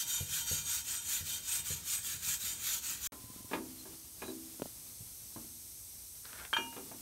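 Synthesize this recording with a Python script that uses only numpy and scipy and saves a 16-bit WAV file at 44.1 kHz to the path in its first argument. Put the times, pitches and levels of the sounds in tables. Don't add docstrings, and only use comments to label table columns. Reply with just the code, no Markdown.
import sys
import numpy as np
from scipy import signal
from scipy.fft import rfft, irfft, next_fast_len
from scipy.io import wavfile
from scipy.ndimage import uniform_filter1d, map_coordinates

SR = 44100
rng = np.random.default_rng(int(sys.argv[2]) if len(sys.argv) > 2 else 0)


def put_to_file(sound):
    columns = np.atleast_2d(sound).T
    safe = np.clip(columns, -1, 1)
    whole_steps = np.round(safe * 32767)
    wavfile.write(sys.argv[1], SR, whole_steps.astype(np.int16))


N = 309141

# start t/s, level/dB, favoured mode f/Hz
STROKES = [(-0.13, -34.5, 3170), (0.055, -38, 3230), (0.254, -35.5, 5771), (0.453, -37.5, 6567),
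           (0.636, -35.5, 8400), (0.838, -39.5, 8153), (1.028, -34.5, 7065), (1.238, -39.5, 3060),
           (1.425, -35, 8100), (1.634, -40, 8290), (1.818, -36, 8153), (2.02, -37.5, 8300),
           (2.196, -33.5, 13193), (2.388, -38, 3675), (2.576, -33.5, 10861), (2.816, -37.5, 13900),
           (2.992, -35.5, 6033)]
# f/Hz, density/dB per Hz
BRISTLE_SPECTRUM = [(410, -29.5), (700, -26.5), (919, -21), (1020, -20.5), (1490, -7.5), (2140, -12.5),
                    (2370, -7), (2920, -9.5), (3120, -6), (5520, -6.5), (6790, 0.5), (8470, -2),
                    (10000, -8), (12800, -3), (15600, -7)]
PLATE_HZ = [924, 1440, 1645, 2398, 2849, 3125, 3157, 3233, 3675, 4130, 4600, 5771, 6033, 6567, 7065, 7699,
            8153, 8195, 8359, 10861, 11300, 13193, 14010]
# brushed level/dB, struck level/dB, t60/s
PLATE_MODES = [(-13.5, -4, 0.41), (-13.5, -13, 0.056), (-28, 3, 0.049), (-10.5, -6, 0.23),
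               (-20, -8.5, 0.53), (-3.5, -13, 0.086), (-28, -3, 0.12), (-43, -6.5, 0.23), (-4.5, -8, 0.047),
               (-15, -17, 0.11), (-9, -18, 0.12), (-5, -19.5, 0.38), (-2, -30, 0.08), (-2, -19.5, 0.17),
               (0, -27, 0.1), (-5.5, -23, 0.063), (0.5, -32, 0.31), (-6.5, -36, 0.21), (-4.5, -36, 0.14),
               (-14, -42, 0.58), (-5, -42, 0.11), (-4.5, -42, 0.092), (-14, -54, .12)]
# t/s, level/dB
BUMPS = [(.205, -36.5), (.3, -55), (0.512, -37), (0.581, -57), (1.209, -45), (1.59, -48.5), (1.703, -38.5),
         (2.141, -47), (2.276, -45.5), (2.439, -48.5)]
# f/Hz, level/dB, t60/s
TYRE_MODES = [(92.6, 3, 0.14), (146.7, -10, 0.54), (183, -7, 0.25)]
# f/Hz, density/dB per Hz
SLAP_SPECTRUM = [(60, -29), (150, 7), (300, -4.5), (480, 2.0), (650, -8.0), (900, -27), (2500, -47)]
# t/s, level/dB, brightness/dB per octave, ring level/dB, favoured mode f/Hz
KNOCKS = [(3.119, -46.5, 1, -22, 700), (3.513, -42, 0.5, -10.5, 385), (3.533, -33, 2, -9.5, 260),
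          (3.855, -52.5, -1.5, -5, 327), (4.22, -41, 0.5, -7.5, 2430), (4.281, -48.5, -3, 1.5, 327),
          (5.006, -66, -7, -21, 235), (5.361, -46, -3.5, -11.5, 235), (6.585, -44.5, -0.5, -8, 260),
          (6.727, -53, 2, -10, 327), (6.765, -43, 0, -12, 260), (6.914, -47.5, -2, -14, 235)]
# f/Hz, level/dB, t60/s
SPRING_MODES = [(234.7, -1.5, 0.45), (257.8, -7, 0.86), (324, -6.5, 0.98), (383, 1.5, 0.15),
                (469, -14, 0.42), (627, -4, 0.18), (680, -14, 0.4), (826, -17, 0.14), (990, -11, 0.27),
                (1010, -15.5, 0.28), (1290, -32, .15), (1660, 4.5, 0.036), (2470, -3, 0.093)]
# f/Hz, density/dB per Hz
CLUNK_SPECTRUM = [(50, -35), (130, -6), (350, 7), (650, 0), (1000, 4.5), (1700, -7), (2500, -8),
                  (4200, -14), (7000, -35), (14000, -44)]
# f/Hz, level/dB, t60/s
AXLE_MODES = [(112, 0, 0.1), (153, -4.5, 0.12), (228, -17, 0.039)]
# f/Hz, density/dB per Hz
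BOOM_SPECTRUM = [(100, -36), (190, -1.5), (255, 2.5), (390, -3), (520, -20), (1000, -50)]
# middle t/s, half length/s, centre f/Hz, width/Hz, level/dB
SQUEAKS = [(3.207, 0.37, 1020, 22.3, -65.5), (3.8, 0.016, 4130, 150, -55.5),
           (4.276, 0.04, 3950, 130, -55.5)]
# f/Hz, density/dB per Hz
DRAG_SPECTRUM = [(290, -8), (500, -6), (953, -3.5), (1130, -6), (1460, 2.5), (2020, -5), (5000, -14),
                 (6500, -37), (11000, -120)]
# t/s, level/dB
CATCHES = [(6.254, -40.5), (6.331, -44), (6.388, -45), (6.398, -39.5), (6.451, -40)]
# t/s, level/dB, ring level/dB, favoured mode f/Hz, its boost/dB
CLINKS = [(6.530, -32, -6, 924, 5), (6.536, -40, 1.5, 3157, 16.5), (6.566, -31, 1, 924, 2)]
# f/Hz, density/dB per Hz
CLASH_SPECTRUM = [(100, -16), (500, -13), (950, -9), (1300, 5), (1650, 0.5), (2000, -15), (2400, 1),
                  (3200, -26), (4500, -14), (5200, -40), (7000, -26), (14000, -39)]
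# t/s, level/dB
TAPS = [(3.241, -56.5), (3.301, -54), (3.362, -51), (3.406, -52), (3.446, -52), (4.598, -40), (4.62, -27.5),
        (4.627, -40), (4.657, -37.5)]
# f/Hz, level/dB, t60/s
HOUSING_MODES = [(110, -23, 0.087), (250, 2, 0.024), (358, -5, 0.027), (613, 1.5, 0.012), (930, -9, 0.014),
                 (1350, -16, 0.013)]
# t/s, level/dB
RUSTLE_LEVEL = [(0, -55.5), (3.07, -56), (3.7, -53.5), (4.1, -57), (4.5, -55), (6.1, -61.5), (7, -55)]
# f/Hz, density/dB per Hz
CLOTH_SPECTRUM = [(60, -9), (150, 4.5), (330, -1.5), (600, -7.5), (1000, -8), (1800, -11.5), (4000, -7)]
# f/Hz, density/dB per Hz
HISS_SPECTRUM = [(290, -55), (500, -25), (770, -19), (1240, -28), (1410, -20), (1490, -32), (2300, -17),
                 (2580, -20), (3590, -14), (6300, -3), (7270, -7), (8520, 0), (10700, -5), (12000, -1),
                 (15600, -12)]
# t/s, level/dB
HISS_LEVEL = [(3.15, -53.5), (4, -52), (5, -50), (6, -50), (7, -51)]
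# t/s, lag/s
ECHO_LAG = [(3.1, 0.00076), (3.9, 0.00066), (4.4, 0.00059), (4.8, 0.000499), (7, 0.00052)]
# f/Hz, density/dB per Hz
ROOM_SPECTRUM = [(15, -51), (25, -26), (40, -5.5), (59, -0.5), (117, -4.5), (145, -25), (313, -20),
                 (413, -28), (600, -36), (780, -74), (1320, -120)]
# f/Hz, t60/s
GARAGE_T60 = [(100, 0.47), (400, 0.34), (1500, 0.24), (5000, 0.11), (14000, 0.075)]

PAUSE_START_S, PAUSE_END_S = 3.073, 3.121
LAST_STROKE_S = 0.15
# lateness of the peak, narrowness, ring level/dB, low rasp/dB
PUSH, PULL = (1.16, 1.33, -1.4, 1.45), (0.76, 1.01, 0.95, 1.87)
RING_FADE_DB_PER_S = 4
HARD_BUMP_DB, SLAP_DB, SLAP_GROWTH_DB_PER_DB = -40, -9, 0.99
THUD_DB, THUD_DB_PER_TILT = -17.5, 5.3
BOOM_DB, BOOM_RISE_S = -12.5, 0.028
FAVOUR_DB = 6.5
SLIDE_START_S, SLIDE_STOP_S, SLIDE_EDGE_S = 6.24, 6.47, 0.023
SLIDE_DB, SLIDE_GROWTH_DB_PER_S = -58, 27
FIRM_TAP_DB, FIRM_TILT_DB_PER_OCT, DULLING_DB_PER_OCT_PER_DB = -42, 1.5, 1.37
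HUM_AT_TYRE_DB, HUM_UNDER_TRUCK_DB = -60.5, -64
TOP_HZ = 15750


def amp(db):
    return 10 ** (np.asarray(db) / 20)


def unit(x):
    return x / np.sqrt(np.mean(x ** 2) + 1e-20)


def clock(size):
    return np.arange(size) / SR


def along(points, hz):
    f, v = np.transpose(points)
    return np.interp(np.log(hz + 1), np.log(f + 1), v)


def curve(rows):
    return np.interp(clock(N), *np.transpose(rows))


def wobble(knots_per_s):
    return map_coordinates(rng.standard_normal(N // 16), [clock(N) * knots_per_s], mode="wrap")


def filtered(x, response):
    m = next_fast_len(len(x) + SR // 4)
    return irfft(rfft(x, m) * response(np.fft.rfftfreq(m, 1 / SR)), m)[:len(x)]


def noise(spectrum, size, tilt_db_per_oct=0):
    def response(hz):
        return amp(along(spectrum, hz) + tilt_db_per_oct * np.log2(hz / 100 + 1))
    return unit(filtered(rng.standard_normal(size), response))


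def burst(spectrum, t60_s, tilt_db_per_oct=0):
    return noise(spectrum, SR, tilt_db_per_oct) * amp(-60 * clock(SR) / t60_s)


def ring(modes, scatter_db):
    t = clock(SR)
    out = np.zeros(SR)
    for hz, db, t60_s in modes:
        envelope = amp(db + scatter_db * rng.normal() - 60 * t / t60_s)
        out += rng.choice([-1, 1]) * envelope * np.sin(2 * np.pi * hz * t)
    return out


def favour(hz, favoured_hz, boost_db):
    hz = np.array(hz)
    nearest_hz = hz[np.argmin(np.abs(hz - favoured_hz))]
    return boost_db * np.exp(-(np.log(hz / nearest_hz) / 0.02) ** 2)


def add(track, s, sound):
    part = track[round(s * SR):][:len(sound)]
    part += sound[:len(part)]


def brush(grain_db=1.0, chatter_db=1.0, turn_db=-12, scrape_db=-0.67, sing_db=-11, skip_db=2,
          rasp_hz=4800, flex_s=0.004, boost_db=7, mode_wander_db=2.0):
    t, force = clock(N), np.zeros(N)
    starts, stroke_db, favoured_hz = np.transpose(STROKES)
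    ends = np.append(starts[1:], starts[-1] + LAST_STROKE_S)
    styles = [(PUSH, PULL)[k % 2] for k in range(len(STROKES))]
    lateness, narrowness, ring_db, rasp_db = np.transpose(styles)
    for start, end, db, late, narrow in zip(starts, ends, stroke_db, lateness, narrowness):
        travel = np.clip((t - start) / (end - start), 0, 1)
        force += amp(db) * np.abs(np.sin(np.pi * travel ** late)) ** narrow

    def at_stroke(values):
        return np.interp(t, (starts + ends) / 2, values)

    force = uniform_filter1d(force, int(flex_s * SR) + 1)
    turn_floor = amp(at_stroke(stroke_db) + turn_db)
    force = np.hypot(force, turn_floor) * amp(chatter_db * wobble(70))

    wires = mottled(noise(BRISTLE_SPECTRUM, N), depth_db=2.7)
    grit = unit(wires * amp(grain_db * wobble(1400)))
    rasp = filtered(grit, lambda hz: 1 / (1 + (hz / rasp_hz) ** 4))
    scrape = force * (grit + (amp(at_stroke(rasp_db)) - 1) * rasp)

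    grip = force * amp(skip_db * wobble(12.91))
    ring_db = ring_db - RING_FADE_DB_PER_S * (starts - starts.mean())
    boosts = np.transpose([favour(PLATE_HZ, hz, boost_db) for hz in favoured_hz])
    sing = np.zeros(N)
    for hz, (db, _, t60_s), boost in zip(PLATE_HZ, PLATE_MODES, boosts):
        wander = mode_wander_db * rng.standard_normal(len(starts))
        drive = grip * rng.standard_normal(N) * at_stroke(amp(ring_db + boost + wander))
        pole, angle = amp(-60 / (t60_s * SR)), 2 * np.pi * hz / SR
        mode = signal.lfilter([1, 0, -1], [1, -2 * pole * np.cos(angle), pole ** 2], drive)
        sing += amp(db) * np.sqrt((1 - pole) / 2) * mode
    return amp(scrape_db) * scrape + amp(sing_db) * sing


def mottled(x, depth_db):
    z = signal.stft(x, nperseg=1024)[2]
    field = uniform_filter1d(rng.standard_normal(z.shape), size=4, axis=0)
    field = uniform_filter1d(field, size=6, axis=1)
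    return signal.istft(z * amp(depth_db * unit(field)), nperseg=1024)[1][:N]


def tyre():
    out = np.zeros(N)
    for s, db in BUMPS:
        slap_db = SLAP_DB + SLAP_GROWTH_DB_PER_DB * (db - HARD_BUMP_DB)
        slap = amp(slap_db) * burst(SLAP_SPECTRUM, t60_s=0.096)
        add(out, s, amp(db - 1) * (ring(TYRE_MODES, scatter_db=1.5) + slap))
    return out


def knocks():
    out = np.zeros(N)
    hz, mode_db, t60_s = np.transpose(SPRING_MODES)
    age = clock(SR) / BOOM_RISE_S
    for s, db, tilt, ring_db, favoured_hz in KNOCKS:
        struck_db = mode_db + tilt * np.log2(hz / 400) + favour(hz, favoured_hz, FAVOUR_DB)
        ringing = amp(ring_db + 1) * ring(zip(hz, struck_db, t60_s), scatter_db=0.5)
        thud = amp(THUD_DB - THUD_DB_PER_TILT * tilt) * ring(AXLE_MODES, scatter_db=0.5)
        crack = amp(-11) * burst(CLUNK_SPECTRUM, t60_s=0.051, tilt_db_per_oct=tilt + 0.6)
        clunk = amp(-0.5) * burst(CLUNK_SPECTRUM, t60_s=0.14, tilt_db_per_oct=tilt - 0.7)
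        boom = amp(BOOM_DB) * noise(BOOM_SPECTRUM, SR) * age * np.exp(1 - age)
        add(out, s, amp(db) * (crack + clunk + ringing + thud + boom))
    return out


def squeaks():
    out = np.zeros(N)
    for s, half_s, centre_hz, width_hz, db in SQUEAKS:
        band = filtered(rng.standard_normal(N), lambda hz: np.exp(-((hz - centre_hz) / width_hz) ** 2))
        envelope = np.sqrt(np.clip(1 - ((clock(N) - s) / half_s) ** 2, 0, 1))
        out += amp(db) * unit(band) * envelope
    return out


def plate():
    t = clock(N)
    edge_distance_s = np.minimum(t - SLIDE_START_S, SLIDE_STOP_S - t)
    contact = np.clip(edge_distance_s / SLIDE_EDGE_S + 0.5, 0, 1)
    grit = unit(noise(DRAG_SPECTRUM, N) * amp(2.5 * wobble(220)))
    out = grit * contact * amp(SLIDE_DB + SLIDE_GROWTH_DB_PER_S * (t - SLIDE_START_S))
    for s, db in CATCHES:
        add(out, s, amp(db) * burst(DRAG_SPECTRUM, t60_s=0.013, tilt_db_per_oct=3.2))
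    _, struck_db, t60_s = np.transpose(PLATE_MODES)
    ends = [row[0] for row in CLINKS[1:]] + [N / SR]
    for (s, db, ring_db, favoured_hz, boost_db), end in zip(CLINKS, ends):
        free = np.clip((end - s - clock(SR)) / 0.0043 + 1, 0, 1)
        modes = zip(PLATE_HZ, struck_db + favour(PLATE_HZ, favoured_hz, boost_db), t60_s)
        ringing = amp(ring_db) * free * ring(modes, scatter_db=1.0)
        add(out, s, amp(db) * (burst(CLASH_SPECTRUM, t60_s=0.088) + ringing))
    return out


def handling():
    out = noise(CLOTH_SPECTRUM, N) * amp(curve(RUSTLE_LEVEL) + 1.8 * wobble(18))
    hz, mode_db, t60_s = np.transpose(HOUSING_MODES)
    for s, db in TAPS:
        tilt = FIRM_TILT_DB_PER_OCT - DULLING_DB_PER_OCT_PER_DB * max(FIRM_TAP_DB - db, 0)
        modes = zip(hz, mode_db + tilt * np.log2(hz / 400), t60_s)
        click = amp(-16.0 + 1.7 * tilt) * burst(CLUNK_SPECTRUM, t60_s=0.018, tilt_db_per_oct=12.0)
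        add(out, s, amp(db) * (ring(modes, scatter_db=1.5) + click))
    return out


def background(echo_share=0.14):
    t, air = clock(N), noise(HISS_SPECTRUM, N)
    echo = map_coordinates(air, [(t - curve(ECHO_LAG)) * SR])
    hiss = unit(air + echo_share * echo) * amp(curve(HISS_LEVEL)) * (t > PAUSE_END_S)
    hum_db = np.where(t < PAUSE_END_S, HUM_AT_TYRE_DB, HUM_UNDER_TRUCK_DB)
    return hiss + noise(ROOM_SPECTRUM, N) * amp(hum_db)


def garage(x):
    hz, t, z = signal.stft(rng.standard_normal(SR // 2), SR, nperseg=256)
    decay = amp(-60 * t / along(GARAGE_T60, hz)[:, None])
    tail = signal.istft(z * decay, SR, nperseg=256)[1]
    return signal.fftconvolve(x, np.pad(tail / np.linalg.norm(tail), (SR // 200, 0)))[:N]


def scene():
    scrub, bumps, parts, clinks = brush(), tyre(), knocks() + squeaks(), plate()
    at_tyre = scrub + bumps + garage(amp(-16) * scrub + amp(-10.0) * bumps)
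    under_truck = parts + clinks + garage(amp(-9) * parts + amp(-11.5) * clinks)
    around = handling() + background()
    before = (at_tyre + around) * (clock(N) < PAUSE_START_S)
    after = (under_truck + around) * (clock(N) > PAUSE_END_S)
    mono = before + after
    return np.array([mono, mono])


def record(dry, low_cut_hz=40):
    high_pass = signal.butter(2, low_cut_hz, "high", fs=SR, output="sos")
    passed = signal.sosfilt(high_pass, dry)
    return np.array([filtered(side, lambda hz: hz < TOP_HZ) for side in passed])


dry = scene()
out = record(dry)
put_to_file(out)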